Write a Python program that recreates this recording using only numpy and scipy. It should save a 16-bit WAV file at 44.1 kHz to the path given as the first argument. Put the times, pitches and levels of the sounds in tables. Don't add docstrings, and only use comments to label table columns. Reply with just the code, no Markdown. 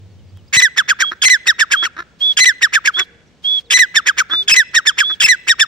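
import sys
import numpy as np
from scipy import signal
from scipy.fft import rfft, irfft, next_fast_len
from scipy.io import wavfile
from scipy.ndimage import uniform_filter1d, minimum_filter1d, map_coordinates

SR = 44100
rng = np.random.default_rng(int(sys.argv[2]) if len(sys.argv) > 2 else 0)


def digitize_waveform(pressure):
    field = np.atleast_2d(pressure).T
    bounded = np.clip(field, -1, 1)
    quanta = np.round(bounded * 32767).astype(np.int16)
    wavfile.write(sys.argv[1], SR, quanta)


N = 250047


def amp(db):
    return 10 ** (np.asarray(db) / 20)


def unit(x):
    return x / np.sqrt(np.mean(x ** 2) + 1e-20)


def along(points, hz):
    freqs, values = np.transpose(points)
    return np.interp(np.log(hz + 1), np.log(freqs + 1), values)


def filtered(x, response):
    size = next_fast_len(N + SR // 2)
    return irfft(rfft(x, size) * response(np.fft.rfftfreq(size, 1 / SR)), size)[..., :N]


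def causal(db):
    cepstrum = irfft(np.log(amp(db)))
    half = len(cepstrum) // 2
    cepstrum[1:half] *= 2
    cepstrum[half + 1:] = 0
    return np.exp(rfft(cepstrum))


def wobble(t, rate):
    return map_coordinates(rng.standard_normal(4096), [t * rate], mode="wrap")


def gate(t, length, rise, fall):
    fade_in = np.sin(np.pi / 2 * np.clip(t / rise, 0, 1)) ** 2
    fade_out = np.sin(np.pi / 2 * np.clip((length - t) / fall, 0, 1)) ** 2
    return fade_in * fade_out


def clock(length):
    t = np.arange(max(int(length * SR), 16)) / SR
    return t, t / t[-1]


def phase_of(hz):
    return 2 * np.pi * np.cumsum(hz) / SR


def add(track, start, sound):
    part = track[max(int(start * SR), 0):][:len(sound)]
    part += sound[:len(part)]


def soft_noise(samples):
    return unit(signal.lfilter([1], [1, -.6], rng.standard_normal(samples)))


# frequency in Hz, left-right likeness (1 is mono).
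NOISE_LIKENESS = [(60, 0.57), (300, 0.66), (1000, 1), (5000, 0.3)]


def stereo_noise(spectrum):
    def colour(hz):
        width = np.arccos(np.clip(along(NOISE_LIKENESS, hz), -1, 1)) / 2
        return amp(along(spectrum, hz)) * [np.cos(width), np.sin(width)]
    mid, side = filtered(rng.standard_normal((2, N)), colour)
    return unit(np.array([mid + side, mid - side]))


# frequency in Hz, relative level in dB.
AIR_EQ = [(25, -15.5), (45, -10), (65, 3), (100, -8), (160, -1.5), (310, -10), (480, -10.5), (650, -16),
          (1100, -22.5), (1600, -23.5), (3200, -23), (6000, -28), (8000, -34), (10000, -46.5),
          (15500, -55.5)]
DRONE_EQ = [(30, -40.5), (70, -11.5), (96, 13.5), (120, -3.5), (185, -7), (260, -17), (500, -21.5),
            (1000, -45), (7000, -47.5), (9000, -54)]
# time in seconds, level in dB.
DRONE_FADE = [(0, -41), (.44, -43), (.5, -53.5), (.7, -66)]


def air_and_drone(air_db=-52):
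    fade_db = np.interp(np.arange(N) / SR, *np.transpose(DRONE_FADE))
    drone = amp(fade_db) * stereo_noise(DRONE_EQ)
    return amp(air_db) * stereo_noise(AIR_EQ) + drone


# start and end in seconds, first and last pitch in Hz, level in dB.
FAR_CHIRPS = [(0.099, .14, 4820, 4030, -64), (.185, .212, 3330, 2800, -60), (0.282, 0.314, 4500, 4820, -60),
              (.345, 0.38, 3040, 3400, -59), (0.361, 0.41, 3760, 2640, -54),
              (0.476, .492, 4500, 5300, -49.5), (3.263, 3.293, 5820, 5600, -61),
              (3.644, 3.69, 4800, 2970, -51)]


def chirps():
    out = np.zeros(N)
    for start, end, first_hz, last_hz, db in FAR_CHIRPS:
        t, u = clock(end - start)
        hz = (first_hz + (last_hz - first_hz) * u) * (1 + .014 * wobble(t, 260))
        add(out, start, amp(db) * np.sin(np.pi * u) * np.sin(phase_of(hz)))
    return out


# start in seconds, level in dB.
DRY_TICKS = [(0.373, -43), (0.483, -57)]


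def ticks(t60=.009):
    out = np.zeros(N)
    t, _ = clock(.08)
    for start, db in DRY_TICKS:
        add(out, start, amp(db - 60 * t / t60) * soft_noise(len(t)))
    return out


def rattle(level_db, tension=1, soft_db=-23, pulse_hz=325, ring_hz=1380, ring_s=.0011):
    t, u = np.arange(len(level_db)) / SR, np.linspace(0, 1, len(level_db))
    effort = np.clip((level_db - soft_db) / 14, 0, 1)
    chaos = .016 + .134 * effort
    swoop = wobble(t, 132)
    rate = pulse_hz * (1 + .7 * effort + .15 * u) * np.exp(chaos * wobble(t, 400))
    pulse, turn = np.divmod(np.cumsum(rate) / SR, 1)
    age = turn / rate
    size, detune = rng.standard_normal((2, 128))[:, pulse.astype(int)]
    hz = ring_hz * tension * (1 + .67 * effort) * np.exp(chaos * (detune / 2 + swoop))
    phase = 2 * np.pi * hz * age
    brightness = amp(-19 * (1 - effort))
    overtones = amp(-6) * (np.sin(2 * phase) + 1.6 * np.sin(3 * phase))
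    turbulence = 2 * amp(-8) * soft_noise(len(t))
    clap = np.exp(-age / ring_s) * amp(1.6 * size) * (1 - turn ** 8)
    chest = amp(-9 - 21 * effort) * np.sin(2 * np.pi * turn)
    wave = unit(clap * (np.sin(phase) + brightness * (overtones + turbulence))) + chest
    return wave * amp(level_db) * gate(t, t[-1], .00033, .002)


def tone(hz, db, overtone_db, dull_db_per_octave=48, scoop_s=.005, jitter=.0091, air_db=-23):
    t, k = np.arange(len(hz)) / SR, np.arange(2, 9)[:, None]
    top_hz = hz.max()
    scoop = .054 * (top_hz / 2000) ** 2 * np.exp(-t / scoop_s)
    hz = hz * (1 - scoop + jitter * wobble(t, 900))
    slack = np.maximum(np.log2(top_hz / hz), 0)
    dull_db = dull_db_per_octave * slack
    phase = phase_of(hz)
    flutter_db = 3 * wobble(t + k, 130)
    gains = amp(overtone_db - dull_db - 4 * (k - 2) ** .86 + flutter_db) * (k * hz < SR / 2)
    leak = amp(air_db - dull_db / 2) * (1 + np.cos(phase))
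    air = leak * rng.standard_normal(len(t))
    wave = np.sin(phase) + np.sum(gains * np.sin(k * phase), axis=0) + air
    shimmer_db = (.3 + 4 * slack) * wobble(t, 260)
    return wave * amp(db - 20 * slack ** 2 + shimmer_db) * gate(t, t[-1], .0017, .0005)


def held_tone(length, top_hz, db, overtone_db, drop, bend):
    _, u = clock(length)
    return tone(top_hz * (1 - drop * u ** bend), db, overtone_db)


def falling_tone(hold_s, db, overtone_db, top_hz, end_hz, sag_hz_per_s, knee_s, release_db, closing_db):
    t, u = clock(hold_s + (top_hz - end_hz) / sag_hz_per_s)
    hz = top_hz - sag_hz_per_s * knee_s * np.logaddexp(0, (t - hold_s) / knee_s)
    fallen = (top_hz - hz) / (top_hz - end_hz)
    return tone(hz, db - release_db * u ** 5, overtone_db - closing_db * np.sqrt(fallen))


# start in seconds; lock, break, relock and sag in seconds
# from that start; held pitch in Hz, base level in dB, squeal from 0 to 1, thump level in dB.
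OPENING_CRIES = [(.527, .041, .075, 0.096, 0.11, 2007, -7.5, .1, -18),
                 (1.217, 0.037, .068, 0.084, 0.11, 2074, -7.5, 1, -34.5),
                 (2.368, .036, 0.077, 0.091, 0.11, 2050, -7.5, .9, -33),
                 (3.702, .037, .073, .092, 0.11, 2018, -7, 0.4, -45.5),
                 (4.477, .038, .065, .089, .110, 2656, -7.5, 0.81, -29.5),
                 (5.2, .041, .063, 0.089, .110, 2690, -8, 0.92, -29.5)]


def cries(squeal_hz=1750, squeal_at_s=.004, squeal_s=.016, attack_s=.006, overlap_s=.0018):
    out = np.zeros(N)
    for start, lock, broken, relock, sag, held_hz, db, squeal, _ in OPENING_CRIES:
        t, _ = clock(lock + overlap_s)
        duck = 1 - .92 * squeal * gate(t - squeal_at_s, squeal_s, .0036, .0048)
        tension = 1 + .55 * squeal * np.exp(-t / .018)
        add(out, start, duck * rattle(db - 1.5 - 10 * np.exp(-t / attack_s), tension))
        shriek = held_tone(squeal_s, squeal_hz, db - 2, overtone_db=5.5, drop=.34, bend=3)
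        add(out, start + squeal_at_s, squeal * shriek)
        held_s = broken - lock + 2 * overlap_s
        held = held_tone(held_s, held_hz, db + 1.5, overtone_db=-.9, drop=.14, bend=9.5)
        add(out, start + lock - overlap_s, held)
        _, u = clock(relock - broken + 2 * overlap_s)
        rough_break = rattle(db - 8 + 9 * (2 * u - .9) ** 2)
        add(out, start + broken - overlap_s, rough_break)
        fall = falling_tone(sag - relock + overlap_s, db + 3.3, overtone_db=-2, top_hz=2039, end_hz=1401,
                            sag_hz_per_s=13350, knee_s=.0044, release_db=12.5, closing_db=5.5)
        add(out, start + relock - overlap_s, fall)
    return out


def thumps(band_hz=(70, 170)):
    out = np.zeros(N)
    t, _ = clock(.08)
    thump = signal.sosfilt(signal.butter(2, band_hz, "band", fs=SR, output="sos"), t == 0)
    for start, lock, *_, db in OPENING_CRIES:
        add(out, start + lock, amp(db) * thump / np.abs(thump).max())
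    return out


# frequency in Hz, gain in dB.
THROAT_EQ = [(60, -48.5), (200, -29.5), (330, -13.5), (650, -21), (950, -11.5), (1300, -8.5), (1410, -9),
             (1550, -4.5), (2000, 0.5), (2350, 2), (2650, 1.5), (2850, 1), (3500, 5.5), (3820, -3),
             (4080, -3.5), (4650, -5), (5300, 3), (6050, -2.5), (6400, 0.5)]
BEAK_EQ = [(6400, 0.5), (7900, -1), (8700, -9.5), (11000, -19.5), (15500, -11.5)]


def open_throat(syrinx):
    return filtered(syrinx, lambda hz: causal(along(THROAT_EQ, hz) + along(BEAK_EQ, hz)))


# frequency in Hz, left over right in dB.
BIRD_PAN = [(1000, 1.5), (1400, 3.5), (1760, -7), (1900, -5), (2000, -3.5), (2100, -1.5), (2650, 3.5),
            (3400, -4.5), (3750, 9), (4080, 4), (4950, -5), (5900, 7), (6700, 1.5), (9000, -1),
            (13000, 6.5)]
# frequency in Hz, lead of the left side in radians.
BIRD_PHASE = [(600, 0.6), (1350, -0.84), (1700, -1.36), (1850, 0.5), (2050, 1.89), (2650, 1.4),
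              (3100, 1.67), (3450, 2), (4050, -0.4), (5250, 1.26), (6000, -1.5), (7000, -4.7), (8100, -2),
              (10000, 1.5), (13000, -1.3)]


def direct_path(bird):
    side = np.array([[.5], [-.5]])
    return filtered(bird, lambda hz: amp(side * along(BIRD_PAN, hz))
                    * np.exp(1j * side * along(BIRD_PHASE, hz)))


# frequency in Hz, seconds to decay by 60 dB.
YARD_DECAY = [(200, .6), (1700, 0.94), (3400, 1), (6000, 0.58), (9000, .25), (15000, 0.13)]
# delay in seconds, level in dB before the treble roll-off.
WALL_ECHOES = [(0.114, -43.5), (.15, -39), (.21, -44)]


def yard(bird, tail_db=-30, cage_db=-9, cage_t60=.028, cage_hz=5000, dull_hz=2600):
    hz, t, bands = signal.stft(rng.standard_normal((2, SR)), SR, nperseg=256)
    decay = amp(-60 * t / along(YARD_DECAY, hz)[:, None])
    _, tail = signal.istft(bands * decay, SR, nperseg=256)
    walls = amp(tail_db) * tail / np.linalg.norm(tail[0])
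    for delay, db in WALL_ECHOES:
        walls[:, int(delay * SR)] += amp(db)
    walls = signal.lfilter(*signal.butter(1, dull_hz, fs=SR), walls)
    cage = rng.standard_normal(tail.shape) * amp(-60 * np.arange(tail.shape[1]) / SR / cage_t60)
    cage *= amp(cage_db) / np.linalg.norm(cage[0])
    cage = signal.lfilter(*signal.butter(1, cage_hz, "high", fs=SR), cage)
    return signal.fftconvolve(bird[None], cage + walls, axes=1)[:, :N]


# start in seconds, lock and sag in seconds from that start,
# top pitch in Hz, base level in dB.
SHORT_NOTES = [(0.762, .024, 0.03, 1814, -6.5), (.878, .028, .027, 1796, -6), (.989, .034, .029, 1797, -8),
               (1.457, 0.026, 0.038, 1918, -6.5), (1.583, 0.028, .033, 1874, -7.5),
               (1.703, .034, .031, 1802, -6.5), (1.821, 0.036, 0.04, 1533, -12.5),
               (2.61, .021, 0.031, 1915, -7), (2.723, .034, .033, 1933, -7.5),
               (2.842, .035, .033, 1858, -8.5), (3.941, .024, 0.034, 1852, -7.5),
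               (4.054, .033, .034, 1807, -7.5), (4.168, 0.035, 0.031, 1750, -8),
               (4.734, .029, 0.039, 1926, -7.5), (4.852, .021, 0.035, 1797, -7.5),
               (4.971, .036, 0.038, 1800, -8.5), (5.468, .028, 0.042, 1911, -7.5),
               (5.583, .026, 0.039, 1820, -7.5)]


def notes(attack_s=.017, swell_db=15, overlap_s=.002):
    out = np.zeros(N)
    for start, lock, sag, top_hz, db in SHORT_NOTES:
        t, _ = clock(lock + overlap_s)
        add(out, start, rattle(db - 4 - swell_db * np.maximum(1 - t / attack_s, 0) ** 1.1))
        overtone_db = min(-10 + 800 * (sag - lock), 1.5)
        fall = falling_tone(sag - lock + overlap_s, db + 2.5 - .29 * overtone_db, overtone_db, top_hz,
                            end_hz=1125, sag_hz_per_s=22300, knee_s=.003, release_db=10, closing_db=7)
        add(out, start + lock - overlap_s, fall)
    return out


# start and end in seconds, top pitch in Hz, level in dB.
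THIN_WHISTLES = [(1.015, 1.116, 3344, -20.5), (1.751, 1.864, 3374, -17.5), (2.201, 2.336, 3438, -11.5),
                 (2.932, 3.043, 3434, -16), (3.436, 3.605, 3420, -13.5), (4.299, 4.44, 3550, -14.5),
                 (5.02, 5.155, 3458, -17)]
# frequency in Hz, relative level in dB.
HISS_EQ = [(500, -13.5), (1700, -8), (2800, -4), (3500, 1.5), (4400, -1.5), (6500, -9), (7500, -16),
           (9200, -17.5), (11000, -25.5), (15000, -23)]


def whistles(arch=.062, hiss_db=-27):
    whistle, flow = np.zeros(N), np.zeros(N)
    for start, end, top_hz, db in THIN_WHISTLES:
        t, u = clock(end - start)
        off_crest = np.abs(2 * u - 1.08) ** 2.5
        hz = top_hz * (1 - arch * off_crest + .002 * wobble(t, 200))
        level = amp(db - 3 * off_crest + .7 * wobble(t, 60)) * gate(t, t[-1], .025, .025)
        add(whistle, start, np.sqrt(2) * level * np.sin(phase_of(hz)))
        t, _ = clock(end - start + .049)
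        add(flow, start - .02, amp(db) * gate(t, t[-1], .043, .048))
    return whistle, amp(hiss_db) * flow * stereo_noise(HISS_EQ)


# start and end in seconds, pulse rate in Hz,
# base levels of the cluck and of its hoarse rattle in dB.
SOFT_CLUCKS = [(1.11, 1.143, 345, -22.5, -38), (1.819, 1.859, 342.6, -24, -34.5),
               (1.963, 2.031, 328.3, -25, -34.5), (2.962, 3.031, 357.8, -22.5, -13.5),
               (4.295, 4.36, 318, -22.5, -26), (5.093, 5.123, 313, -27, -36.5)]
# frequency in Hz, relative gain in dB.
SHUT_BEAK_EQ = [(330, -13.5), (680, -21), (1000, -14.5), (1280, 0), (1680, -1), (2050, -13.5),
                (2600, -20.5), (3100, -27), (3900, -17), (4700, -33), (5500, -24.5), (8000, -51.5),
                (14000, -47.5)]


def clucks(rise=.2, jitter=.039, shimmer_db=5.5, swell_db=7, rasp_db=-11, makeup_db=12):
    out, k = np.zeros(N), np.arange(1, 40)[:, None]
    for start, end, pulse_hz, db, _ in SOFT_CLUCKS:
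        t, u = clock(end - start)
        hz = pulse_hz * (1 + rise * (np.sin(2 * u) - .7) + jitter * wobble(t, 390))
        pulses = unit(np.sum(np.cos(k * phase_of(hz)), axis=0))
        rasp = amp(rasp_db) * rng.standard_normal(len(t))
        level = amp(db + swell_db * (np.sin(np.pi * u) - 1) + shimmer_db * wobble(t, 240.4))
        add(out, start, (pulses + rasp) * level * gate(t, t[-1], .0043, .011))
    return filtered(out, lambda hz: causal(along(SHUT_BEAK_EQ, hz) + makeup_db))


def hoarseness(swell_db=22):
    out = np.zeros(N)
    for start, end, *_, db in SOFT_CLUCKS:
        _, u = clock(end - start)
        add(out, start, rattle(db - swell_db * np.abs(2 * u - 1)))
    return out


# start and end in seconds, pitch in Hz, level in dB.
FAR_HOOTS = [(3.04, 3.23, 469, -53.5), (3.62, 3.83, 476, -49), (4.371, 4.512, 403, -46)]


def hoots():
    out = np.zeros(N)
    for start, end, hz, db in FAR_HOOTS:
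        t, u = clock(end - start)
        phase = phase_of(hz * (1 + .012 * wobble(t, 25)))
        add(out, start, amp(db) * np.sin(np.pi * u) * np.sin(phase))
    return out


def scene(whistle_send_db=-8):
    voice = open_throat(cries() + notes() + hoarseness()) + clucks()
    whistle, hiss = whistles()
    close = direct_path(voice + whistle) + hiss + thumps()
    reverb = yard(voice + amp(whistle_send_db) * whistle)
    return close + reverb + chirps() + ticks() + hoots() + air_and_drone()


def record(dry, ceiling=1.0, top_hz=15700):
    needed = np.minimum(1, ceiling / (np.abs(dry).max(axis=0) + 1e-9))
    gain = uniform_filter1d(minimum_filter1d(needed, size=129), size=129)
    return filtered(dry * gain, lambda hz: hz < top_hz)


dry = scene()
out = record(dry)
digitize_waveform(out)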